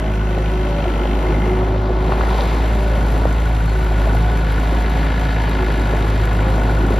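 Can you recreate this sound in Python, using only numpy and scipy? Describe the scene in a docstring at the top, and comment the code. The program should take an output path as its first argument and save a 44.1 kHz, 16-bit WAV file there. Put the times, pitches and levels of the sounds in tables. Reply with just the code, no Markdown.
"""A diesel loader hums, knocks and clatters close by as it spins round on gravel, outdoors.
The exhaust sums multiples of the firing rate, and the drive pump whines on the seventh.
Each firing knocks through narrow block rings and partly gates the noise of clatter, grit, fan and hiss.
Tyres grind gravel, the bucket and stones thump and snap, one injector ticks, a pin squeaks.
Two close microphone ports colour left against right; the side turned to them sets each level."""
import sys
import numpy as np
from scipy import signal
from scipy.fft import rfft, irfft
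from scipy.io import wavfile
from scipy.ndimage import uniform_filter1d

SR = 44100
rng = np.random.default_rng(int(sys.argv[2]) if len(sys.argv) > 2 else 0)


def wrap_up_sound(samples):
    """Save the sound to the file named by the first command line argument, as 16-bit audio."""
    columns = np.atleast_2d(samples).T
    # keep every value between -1 and 1, then stretch to whole-number steps
    tamed = np.clip(columns, -1, 1)
    steps = np.round(tamed * 32767).astype(np.int16)
    wavfile.write(sys.argv[1], SR, steps)


def how_loud(loudness_db):
    """Turn decibels into a plain amplitude multiplier (0 dB gives 1, 20 dB gives 10)."""
    steps = np.asarray(loudness_db, float) / 20
    return 10 ** steps


N = 308259   # length/samples
TIME_S = np.arange(N) / SR

# Colour of all the shaped noise: f/Hz, density level/dB
NOISE_COLOUR = [(30, -18), (60, -4), (90, -1.5), (240, -5), (450, -4.5), (900, -6), (1250, -12.5),
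                (1750, -16.5), (2300, -18.5), (4300, -26.5), (5200, -35.5), (6300, -39.5), (7300, -43.5),
                (10000, -54), (12500, -58), (14500, -58)]
# Where the bucket points: t/s, heading/degrees (0 at the listener, -90 shows the right flank,
# 90 the left flank, more shows the rear)
HEADING_PATH = [(0, -84), (.5, -88.5), (1.0, -70.5), (1.5, -36), (1.9, 7), (2.1, 32), (2.5, 48), (3.0, 87),
                (3.55, 70), (4.05, 98), (4.4, 92), (5.3, 133.5), (6.0, 113), (6.5, 99), (6.99, 90)]
# Work of the tyres, used about the mean of each column: t/s, scrubbing level/dB, jolting level/dB
TYRE_WORK = [(0.0, -47.5, -31.5), (0.17, -45.5, -34.5), (0.56, -42, -33.5), (1.32, -42, -26),
             (1.83, -44.5, -28), (1.93, -46, -25), (2.39, -33, -30), (2.53, -37, -28), (2.88, -42, -31),
             (3.15, -41.5, -27), (3.56, -44.5, -34.5), (3.74, -42.5, -34.5), (4.11, -41.5, -27.5),
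             (4.26, -41.5, -33), (4.71, -41.5, -29), (5.22, -43, -32), (6.07, -42, -26), (6.09, -41, -30),
             (6.87, -42.5, -24.5), (6.99, -40.5, -26)]
# Layers before their own trims: level/dB, gain on the left flank/dB, loss head-on/dB,
# gain from behind/dB, share of scrubbing/(dB per dB), share of jolting/(dB per dB).
# Rows: rumble, tyres, the eleven block rings, clatter, grit, fan, hiss
LAYER_LEVELS = [(-24.5, -1.04, 4, -0.5, .05, 1), (-30.5, 0, -0.5, -1, 0.19, 0.35),
                (-43.5, 4.5, 9, 2, 0.13, .05), (-61, 11, 12, 24, 0.17, .05),
                (-47.5, -0.5, -1, 10.5, 0.39, .05), (-44.5, 0, 1, -10, .1, .05),
                (-52.5, -3, 2, 5, 0.086, .05), (-72, -22, 15, -7, .1, .05), (-58, -6, -4, -9, .05, .05),
                (-62, 3.5, 10, 12, .3, .05), (-77, 7.5, 8, 27, .05, .05), (-68, 11, 5, 4, .1, .05),
                (-50, 2.5, 5, 15, .05, .05), (-36.5, 0.5, 4.5, 4.5, 0.31, 0.098),
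                (-44, 1.55, -1.5, 5, 0.74, 0.036), (-61, -5.5, 0, 12, .2, .05),
                (-58.5, 1.5, 7, 0, 0.32, 0.062)]
# A pin squeaks: from t/s, to t/s, f/Hz, level/dB
PIN_SQUEAK = (3.665, 3.735, 4270, -45)
# Injector ticks, before a common trim: t/s, level/dB
INJECTOR_TICKS = [(3.1173, -36), (3.1777, -39), (3.6586, -40), (3.6945, -47), (3.8437, -39), (4.1495, -38),
                  (4.5211, -36), (4.7486, -49), (4.8968, -35), (5.1931, -40), (5.492, -35), (5.6441, -42),
                  (5.7194, -40), (5.8716, -46), (6.2527, -36), (6.7096, -54)]
# Bucket and stones thump; four short rings near 700 Hz, 3.9-4.15 s, are one cylinder's knock:
# t/s, peak level/dB, f/Hz, width/cycles (scaled on each side of the peak)
THUMPS_AND_KNOCKS = [(0.376, -9, 510, 0.41), (0.855, -13.5, 664, 1.8), (1.054, -9.5, 563, 0.38),
                     (1.759, -18, 566, 1.4), (1.904, -8.5, 480, 0.45), (2.078, -19, 700, 0.48),
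                     (2.092, -12, 490, 0.44), (2.117, -18, 910, 1.0), (2.1205, -3.5, 910, 0.52),
                     (2.1225, -19, 1900, 0.62), (2.134, -15, 890, 0.4), (2.15, -18, 1100, 0.62),
                     (2.17, -20, 2000, .6), (2.199, -21, 900, 0.32), (2.209, -9, 1300, 0.83),
                     (2.234, -6.5, 600, 0.33), (2.2345, -13, 1500, 0.62), (2.28, -20.5, 1360, 2.8),
                     (2.307, -15, 880, 1.3), (2.328, -16, 800, 0.63), (2.348, -17, 700, 0.5),
                     (3.218, -14.5, 473, 0.54), (3.251, -16.5, 1000, 0.71), (3.253, -5.5, 557, 0.73),
                     (3.917, -19, 696, 1.3), (3.995, -18.5, 690, 1.3), (4.071, -14, 670, 2.1),
                     (4.148, -19, 704, 2), (5.63, -14, 790, 0.42), (5.934, -11, 460, 0.55),
                     (6.468, -17, 280, 0.3), (6.58, -17, 715, 0.83), (6.61, -25, 200, 0.36),
                     (6.696, -15, 760, 1.6), (6.722, -13, 696, 0.64), (6.845, -12, 223, 0.73),
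                     (6.906, -10.5, 364, 0.96), (6.935, -21, 220, 0.66)]
# Sharp snaps: the engine knocks in the first half second, stones snap later: t/s, peak level/dB, f/Hz,
# width/cycles (scaled on each side of the peak)
SHARP_SNAPS = [(0.1361, -25, 2710, 0.96), (0.195, -36, 3000, 0.88), (0.348, -33, 2650, 1),
               (0.4573, -22, 2920, 0.97), (2.406, -13, 3500, 0.73), (5.5503, -28, 3000, 0.87)]
# Firing rate of the engine: t/s, rate/(firings per s)
FIRING_RATE = [(0.0, 52.62), (0.33, 52.02), (0.5, 53.19), (1.0, 51.4), (1.33, 52.25), (1.7, 53.05),
               (2.0, 52.71), (2.3, 53.88), (2.5, 53.45), (2.66, 55.0), (3.15, 52.92), (3.45, 55.09),
               (3.7, 52.99), (3.83, 54.14), (4.0, 51.53), (4.33, 55.09), (4.49, 52.07), (4.7, 53.47),
               (5.2, 54.08), (5.6, 52.82), (6.0, 52.16), (6.2, 52.67), (6.6, 52.44), (6.99, 51.62)]
# Block and hood rings, and a narrow whine at 4610 Hz: f/Hz, width/Hz,
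# knock level/dB of the four cylinders in firing order
BLOCK_RINGS = [(1465, 75, (-5, -6, -4, -11)), (1680, 70, (0, -5, -1, -8)), (2070, 80, (-2, -3, -3, -2)),
               (1495, 40, (-4, -5, 0, -8)), (3050, 220, (0, -2, 0, -2)), (2650, 140, (-5, 0, -3, -4)),
               (1350, 70, (0, -6, -5, -6)), (3820, 90, (-4, -3, -3, 0)), (4610, 45, (-1, 0, 0, -1)),
               (7200, 260, (-4, -2, -2, 1)), (930, 120, (0, -2, -1, -3))]
# Rings that beam or hide over a narrow arc: row in BLOCK_RINGS, heading/degrees,
# half width/degrees, gain/dB
RING_ARCS = [(6, -71, 7, 14), (2, -83, 2.5, 5), (3, -86, 2.5, 4), (0, 58, 18, -6), (4, -72, 16, 4),
             (2, -40, 10, 6), (5, -60, 25, 3)]
# One cylinder stands out in one ring: row in BLOCK_RINGS, cylinder (from 0), t/s, half length/s, gain/dB
CYLINDER_ACCENTS = [(0, 2, 3.55, .4, 5), (3, 2, 3.55, .4, 7), (0, 0, 4.15, .22, 8), (0, 2, 4.55, .28, 7),
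                    (0, 2, 5.5, .4, 6), (0, 0, 5.6, .7, 6), (0, 2, 6.65, .45, 8), (0, 0, 6.7, .2, 4),
                    (3, 0, 1.35, .2, 6), (3, 2, .33, .12, 5), (2, 1, .4, .3, 6), (2, 1, 1.4, .25, 9),
                    (2, 2, 1.45, .2, 6), (2, 0, 4.1, .3, 4), (2, 0, 5.5, .5, 3), (4, 3, .9, .25, 5),
                    (4, 2, 5.6, .5, 7), (4, 0, 5.1, .3, 5), (9, 3, 6.5, .6, 4)]
# Exhaust multiples whose level moves: multiple of the firing rate
MOVING_MULTIPLES = (1, 2, 3, 5, 7, 10, 11, 12, 13.5, 4)
# Exhaust multiples without swells: multiple of the firing rate, level/dB before the waver
FAINT_MULTIPLES = [(1.5, -45), (2.5, -49), (3.5, -42.5), (4.5, -45.5), (6, -46), (8, -47.5)]
# Exhaust before the waver: t/s, hum rms level/dB, second multiple (bite of the pulse) rms level/dB
EXHAUST_LEVELS = [(0.0, -20, -30), (0.11, -18.5, -26), (0.62, -17.5, -30.5), (0.77, -20, -29),
                  (1.18, -16.5, -49), (1.22, -19, -51), (1.3, -16.5, -29.5), (1.8, -18.5, -24),
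                  (2.2, -16.5, -33), (2.36, -16, -33), (2.44, -17.5, -35), (2.55, -16, -32),
                  (3.08, -15.5, -29), (3.68, -16, -25.5), (3.75, -16, -28.5), (4.18, -14, -22.5),
                  (4.41, -16.5, -32), (4.53, -16, -27.5), (4.86, -16, -36.5), (5.27, -17.5, -28),
                  (5.59, -17.5, -32), (6.12, -16.5, -23.5), (6.85, -15.5, -24.5), (6.95, -16, -25.5)]
# Drive pump whine on the seventh multiple, before the waver: t/s, rms level/dB
PUMP_WHINE = [(0.0, -34.5), (0.64, -26.5), (0.8, -42), (0.82, -58), (0.88, -21), (0.93, -53), (0.99, -32),
              (1.32, -27), (1.38, -39), (1.46, -24.5), (2.04, -30), (2.1, -25), (2.67, -44), (2.72, -31.5),
              (3.29, -47), (3.68, -58), (3.76, -30), (4.61, -49), (4.81, -34.5), (5.3, -56), (5.63, -25.5),
              (6.05, -40), (6.13, -51), (6.21, -34), (6.31, -46), (6.35, -37), (6.83, -31.5), (6.99, -35)]
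# Multiples 3, 5, 10, 11, 12, 13.5, 4 between swells: rms level/dB, share of the bite/(dB per dB)
UPPER_MULTIPLES = [(-35.5, 0.16), (-41, 0.044), (-51, .05), (-62, .05), (-57.5, .05), (-43, .05),
                   (-43.5, .05)]
# One multiple swells for a moment: t/s, multiple, gain/dB, half length/s
MULTIPLE_SWELLS = [(0.279, 3, 4, 0.7), (1.448, 3, 7, 0.09), (3.457, 3, 4.5, 0.81), (4.2, 3, 6.5, 0.053),
                   (5.097, 3, 6, 0.6), (5.9, 3, 4.5, 0.28), (.2, 5, 6, 0.18), (1.2, 5, 8.5, 0.28),
                   (2.55, 5, 6, 0.11), (3.2, 5, 7, 0.24), (3.596, 5, 7, 0.11), (4.193, 5, 3, 0.091),
                   (5.2, 5, 7, 0.79), (6.73, 5, 9, 0.42), (0.39, 10, 19, 0.062), (1.19, 10, 18, 0.11),
                   (2.962, 10, 17, 0.15), (6.452, 10, 14, 0.32), (0.76, 11, 29, 0.58),
                   (1.804, 11, 27, 0.32), (2.84, 11, 29.5, 0.3), (6.4, 11, 21, .15), (0.04, 12, 26, 0.13),
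                   (1.2, 12, 20, 0.28), (6.6, 12, 15, .1), (4.096, 10, 14, 0.13), (4.29, 13.5, 8.5, 0.11),
                   (4.895, 13.5, 7, 0.18), (5.32, 13.5, 9.5, 0.088), (6.502, 13.5, 4.5, 0.25),
                   (.15, 4, 9.5, .3), (1.4, 4, 11, 0.16), (2.302, 4, 5, 0.15), (2.75, 4, 9.5, .2),
                   (6.9, 4, 12, .15)]
# How left differs from right: f/Hz, lead of left/radians, left minus right level/dB. # Below about 7.5 kHz the
# two microphone ports set it; above, bands where the sum or the difference nearly vanishes
MICROPHONE_PORTS = [(50, -0.025, 0.0), (110, -0.045, 0.0), (310, 0.16, -0.7), (470, 0.47, 0.6),
                    (550, 0.21, 3.5), (660, 0.01, 0.8), (850, 0.34, 0.1), (1060, 0.75, 3.1),
                    (1140, 1.21, 4.8), (1210, 2.38, 8.1), (1290, 4.63, 6.4), (1440, 6.2, 1.8),
                    (1590, 8.88, -1.1), (1690, 12.76, 1.7), (1740, 12.59, 1.2), (2100, 12.61, 1.9),
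                    (2490, 12.64, 5.0), (2900, 12.7, 0.6), (3400, 12.58, 0.1), (4500, 12.6, -0.1),
                    (4900, 12.6, -0.8), (5600, 11.83, 2.5), (6800, 10.57, -1.2), (7550, 10.2, 0),
                    (7750, 9.44, -0.0), (9150, 9.42, 0.0), (9500, 8.5, 0), (9900, 7.9, 0.0),
                    (11200, 6.29, 0.0), (13000, 6.28, -0.0), (13500, 5.2, 0), (14450, 3.3, 0),
                    (14600, 3.15, -0.0)]

FOURTH_FIRES_S = 4.897   # a moment at which the fourth cylinder fires
SHADOW_DEG, SHADOW_WIDTH_DEG = 4, 25   # cab and bucket hide the engine bay
FLYWHEEL_S = .3   # the crank turns more evenly than the lowest hum, which the ground echo bends


def rms_one(x):
    """Scales a signal to rms 1."""
    return x / np.sqrt(np.mean(x ** 2) + 1e-20)


def bell(x, centre, half_width):
    """A smooth rise to 1 at the centre and back."""
    return np.exp(-((x - centre) / half_width) ** 2)


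def in_time(rows):
    """Columns of a time table, joined by straight lines."""
    s, *columns = np.transpose(rows)
    return [np.interp(TIME_S, s, c) for c in columns]


def over_hz(rows):
    """Columns of a spectrum table on the FFT grid, straight on a log axis."""
    hz, *columns = np.transpose(rows)
    grid = np.maximum(np.fft.rfftfreq(N, 1 / SR), 1)
    return [np.interp(np.log(grid), np.log(hz), c) for c in columns]


def white():
    """Steady white noise."""
    return rng.standard_normal(N)


def drift(rate):
    """Slow chance of rms 1, from noise smoothed twice on every 40th sample."""
    r = np.exp(-80 * np.pi * rate / SR)
    slow = signal.lfilter([1], [1, -2 * r, r * r], rng.standard_normal(N // 40 + 4002))[4000:]
    return np.interp(np.arange(N) / 40, np.arange(len(slow)), rms_one(slow))


def coloured(x, low_hz, high_hz):
    """A slice of the common noise colour laid on a white input; rms 1."""
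    shaped = irfft(rfft(x) * how_loud(over_hz(NOISE_COLOUR)[0]), N)
    band = signal.butter(3, [low_hz, high_hz], "band", fs=SR, output="sos")
    return rms_one(signal.sosfilt(band, shaped))


def resonance(x, hz, width_hz):
    """A two-pole ring whose width sets how fast it dies."""
    r = np.exp(-np.pi * width_hz / SR)
    poles = [1, -2 * r * np.cos(2 * np.pi * hz / SR), r * r]
    return signal.lfilter([(1 - r * r) / 2, 0, (r * r - 1) / 2], poles, x + 1e-18)


def crank(firing):
    """The firing count with its quick wobble evened out by the flywheel."""
    steady = np.linspace(firing[0], firing[-1], N)
    size = round(FLYWHEEL_S * SR)
    wobble = uniform_filter1d(firing - steady, size=size)
    return steady + uniform_filter1d(wobble, size=size)


def kicks(firing, cylinder_db, spread_db):
    """One click per firing, a little early or late, its strength set by cylinder and by chance."""
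    at = np.flatnonzero(np.diff(np.floor(firing)) > 0)
    chance, out = rng.standard_normal((len(at), 2)), np.zeros(N)
    moved = np.clip(at + (.0004 * SR * chance[:, 0]).astype(int), 0, N - 1)
    cylinder = np.floor(firing[at + 1]).astype(int) % 4
    out[moved] = how_loud(np.array(cylinder_db)[cylinder] + spread_db * chance[:, 1])
    return out


def bursts(firing, cylinder_db, spread_db, decay_s):
    """An envelope that swells quickly after each firing and dies away."""
    r = np.exp(-1 / (decay_s * SR))
    return rms_one(signal.lfilter([1], [1, -2 * r, r * r], kicks(firing, cylinder_db, spread_db)))


def gated(envelope, share):
    """White noise, part steady and part opened by the firings."""
    return white() * (1 - share + share * envelope)


def gravel(per_s, size_db, scrub):
    """Stones crunch under the tyres in clumps, harder while they scrub sideways, on a bed of noise."""
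    sizes = how_loud(size_db * np.minimum(rng.exponential(1, N), 4)) * rng.choice([-1, 1], N)
    crunch = sizes * (rng.random(N) < per_s * how_loud(4 * drift(8)) / SR)
    return 0.49 * scrub * rms_one(crunch) + white()


def heard_levels(heading):
    """Level of each layer from the side turned to the listener and the work of the tyres."""
    flank, rear = np.sin(np.radians(heading)), np.maximum(-np.cos(np.radians(heading)), 0)
    shadow = bell(heading, SHADOW_DEG, SHADOW_WIDTH_DEG)
    scrub, jolt = [c - c.mean() for c in in_time(TYRE_WORK)]
    return [db + left_db * flank - loss_db * shadow + rear_db * rear + scrub_share * scrub + jolt_share * jolt
            for db, left_db, loss_db, rear_db, scrub_share, jolt_share in LAYER_LEVELS]


def scattered_sound(heading, valves, jets, tyres_db, clatter_db, grit_db):
    """Noise, partly gated by the firings, that reaches the two ports in opposite sense."""
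    out = how_loud(tyres_db - 15) * coloured(white(), 300, 2000)
    out = out + how_loud(clatter_db - 14) * coloured(white(), 750, 2900)
    # gritty noise between the ports, present while the right flank faces the listener
    right = np.clip(-heading / 60, 0, 1)
    out = out + right * how_loud(grit_db - 3.5) * coloured(gated(valves, share=.3), 3050, 4600)
    out = out + how_loud(grit_db - 18.5) * coloured(gated(jets, share=.33), 4940, 7000)
    return out + how_loud(clatter_db - 14) * coloured(white(), 1240, 1700)


def ground_rumble(level_db, heading):
    """Low noise follows the jolting, and the ground shakes below it, more on the left flank."""
    rumble = how_loud(level_db - 4 + drift(5.2)) * coloured(white(), 137, 392)
    shake_db = -30 + 1.9 * np.sin(np.radians(heading))
    return rumble + how_loud(shake_db) * coloured(white(), 45, 176)


def cooling_fan(level_db, valves):
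    """Air rushes as noise, slightly opened by each firing."""
    return how_loud(level_db + drift(14)) * coloured(gated(valves, share=.14), 5300, 8000)


def hiss(level_db, jets):
    """The top of the noise, slightly opened by each firing."""
    return how_loud(level_db + 10.5 + drift(24)) * coloured(gated(jets, share=.18), 7670, 15400)


def squeak():
    """A pin rubs out a brief tone of unsteady level and phase."""
    start, end, hz, db = PIN_SQUEAK
    on = np.clip(np.minimum(TIME_S - start, end - TIME_S) / .008, 0, 1)
    return on * how_loud(db + 2 * drift(40)) * np.sin(2 * np.pi * hz * TIME_S + .5 * drift(18))


def ticks():
    """One injector gives short bright puffs of noise that die away."""
    clicks = np.zeros(N)
    clicks[[round(s * SR) for s, db in INJECTOR_TICKS]] = how_loud(np.array(INJECTOR_TICKS)[:, 1] - 5)
    puffs = signal.lfilter([1], [1, -np.exp(-1 / (.0061 * SR))], clicks + 1e-18)
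    return puffs * coloured(white(), 9600, 15500)


def thumps(blows):
    """Each blow is a sharp push with a short ripple before and a longer one after."""
    out, t = np.zeros(N + SR), np.arange(-400, 900) / SR
    for s, db, hz, width in blows:
        cycles = t * hz
        at = round((s + .0025) * SR) - 400   # the push peaks 2.5 ms after the listed time
        shape = bell(cycles, 0, width * np.where(t < 0, .8, 1.4))
        out[at:at + len(t)] += how_loud(db) * shape * np.cos(2 * np.pi * cycles)
    return out[:N]


def tyre_tear():
    """The tyres tear sideways through coarse gravel at the height of the spin."""
    swipe = bell(TIME_S, 2.19, .11)
    return how_loud(-35) * swipe * coloured(gravel(per_s=560, size_db=5, scrub=1.3), 800, 2900)


def tyre_grind(level_db, scrub):
    """Tyres press and turn the gravel, heard as crunches on noise."""
    return how_loud(level_db + 2) * coloured(gravel(per_s=300, size_db=1, scrub=scrub), 387, 1695)


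def grit(level_db, scrub, valves):
    """Fine stones crunch, mixed with noise half opened by each firing."""
    mixed = gravel(per_s=900, size_db=.6, scrub=scrub) + .8 * gated(valves, share=.5)
    return how_loud(level_db - 3.5 + drift(28)) * coloured(mixed, 3330, 5730)


def clatter(level_db, valves):
    """Engine clatter is flickering noise, partly opened by each firing."""
    return how_loud(level_db + .67 + 1.03 * drift(36)) * coloured(gated(valves, share=.2), 1268, 3390)


def block_ring(firing, levels_db, heading):
    """Combustion knock and a little noise drive narrow rings; the side facing the listener sets their levels."""
    levels_db = list(levels_db)
    for ring, deg, width_deg, gain_db in RING_ARCS:
        levels_db[ring] = levels_db[ring] + gain_db * bell(heading, deg, width_deg)
    out = 0
    for ring, ((hz, width_hz, cylinder_db), db) in enumerate(zip(BLOCK_RINGS, levels_db)):
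        count = firing - .1 * (hz < 1800) - .03   # the low rings are struck later
        knock = rms_one(kicks(count, cylinder_db, spread_db=.6 + .6 * (hz > 2500)))
        for _, cylinder, s, half_s, gain_db in [row for row in CYLINDER_ACCENTS if row[0] == ring]:
            own = np.floor(count + .5) % 4 == cylinder
            knock = knock * how_loud(own * gain_db * bell(TIME_S, s, half_s))
        knock = knock + .13 * white()
        # two rings in a row, each widened so that the pair has about the listed width
        ringing = resonance(resonance(knock, hz, 1.6 * width_hz), hz, 1.6 * width_hz)
        out = out + how_loud(db + .7 * drift(4)) * rms_one(ringing)
    return out


def hum_levels(hum_db, bite_db, pump_db):
    """Level of each moving multiple: the pulse's bite moves the overtones, swells ride on top."""
    third, fifth, *upper = [db + share * (bite_db - bite_db.mean()) for db, share in UPPER_MULTIPLES]
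    levels = np.array([hum_db, bite_db, third, fifth, pump_db, *upper])
    for s, multiple, gain_db, half_s in MULTIPLE_SWELLS:
        row = np.argmin(abs(np.array(MOVING_MULTIPLES) - multiple))
        levels[row] += gain_db * bell(TIME_S, s, half_s)
    return levels


def exhaust(firing, levels_db):
    """Near-clean tones; overtones sharpen the troughs and waver as the path from the pipe changes."""
    even, out = crank(firing), 0
    for k, db in [*zip(MOVING_MULTIPLES, levels_db), *FAINT_MULTIPLES]:
        # multiples above the second follow the evened crank
        turn = 2 * np.pi * ((firing if k < 2.2 else even) - .32)
        waver = np.log(k)   # the higher the overtone, the less steady
        lag = (k > 1) * 2.5 + .3 * waver * drift(1.2) + .003 * k * k * drift(14)
        level = np.sqrt(2) * how_loud(db + 1.2 * waver * drift(9))
        out = out + level * np.cos(k * turn - lag)
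    return out


def ports(direct, scattered):
    """Left leads and right lags by half the turn each; scattered sound differs between them."""
    lead, balance_db = over_hz(MICROPHONE_PORTS)
    half = how_loud(balance_db / 2) * np.exp(.5j * lead)
    left = irfft(rfft(direct + scattered) * half, N)
    right = irfft(rfft(direct - scattered) / half, N)
    return np.array([left, right])


def scene():
    """The loader and its ground, from the background to the engine, at the two ports."""
    heading, = in_time(HEADING_PATH)
    firing = np.cumsum(in_time(FIRING_RATE)[0]) / SR
    firing = firing - firing[round(FOURTH_FIRES_S * SR)] + 403   # whole numbers are firings, four to a cycle
    even = crank(firing)
    rumble_db, tyres_db, *ring_db, clatter_db, grit_db, fan_db, hiss_db = heard_levels(heading)
    scrub = how_loud(.7 * (grit_db + 44))
    valves = bursts(even + .05, (0, 0, 0, 0), spread_db=2, decay_s=.0025)
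    jets = bursts(even + .1, (0, -1, -1, 2), spread_db=2.5, decay_s=.0025)

    scattered = scattered_sound(heading, valves, jets, tyres_db, clatter_db, grit_db)
    direct = ground_rumble(rumble_db, heading)
    direct = direct + cooling_fan(fan_db, valves) + hiss(hiss_db, jets)
    direct = direct + squeak() + ticks() + thumps([*THUMPS_AND_KNOCKS, *SHARP_SNAPS])
    direct = direct + tyre_tear() + tyre_grind(tyres_db, scrub) + grit(grit_db, scrub, valves)
    direct = direct + clatter(clatter_db, valves) + block_ring(even, ring_db, heading)
    direct = direct + exhaust(firing, hum_levels(*in_time(EXHAUST_LEVELS), *in_time(PUMP_WHINE)))
    return ports(direct, scattered)


def low_pass(x):
    """Removes everything above the highest recorded frequency."""
    return signal.sosfilt(signal.butter(12, 14900, fs=SR, output="sos"), x)


def record(dry):
    """Sends the finished two-port mix through the last stage."""
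    return low_pass(dry)


dry = scene()
out = record(dry)
wrap_up_sound(out)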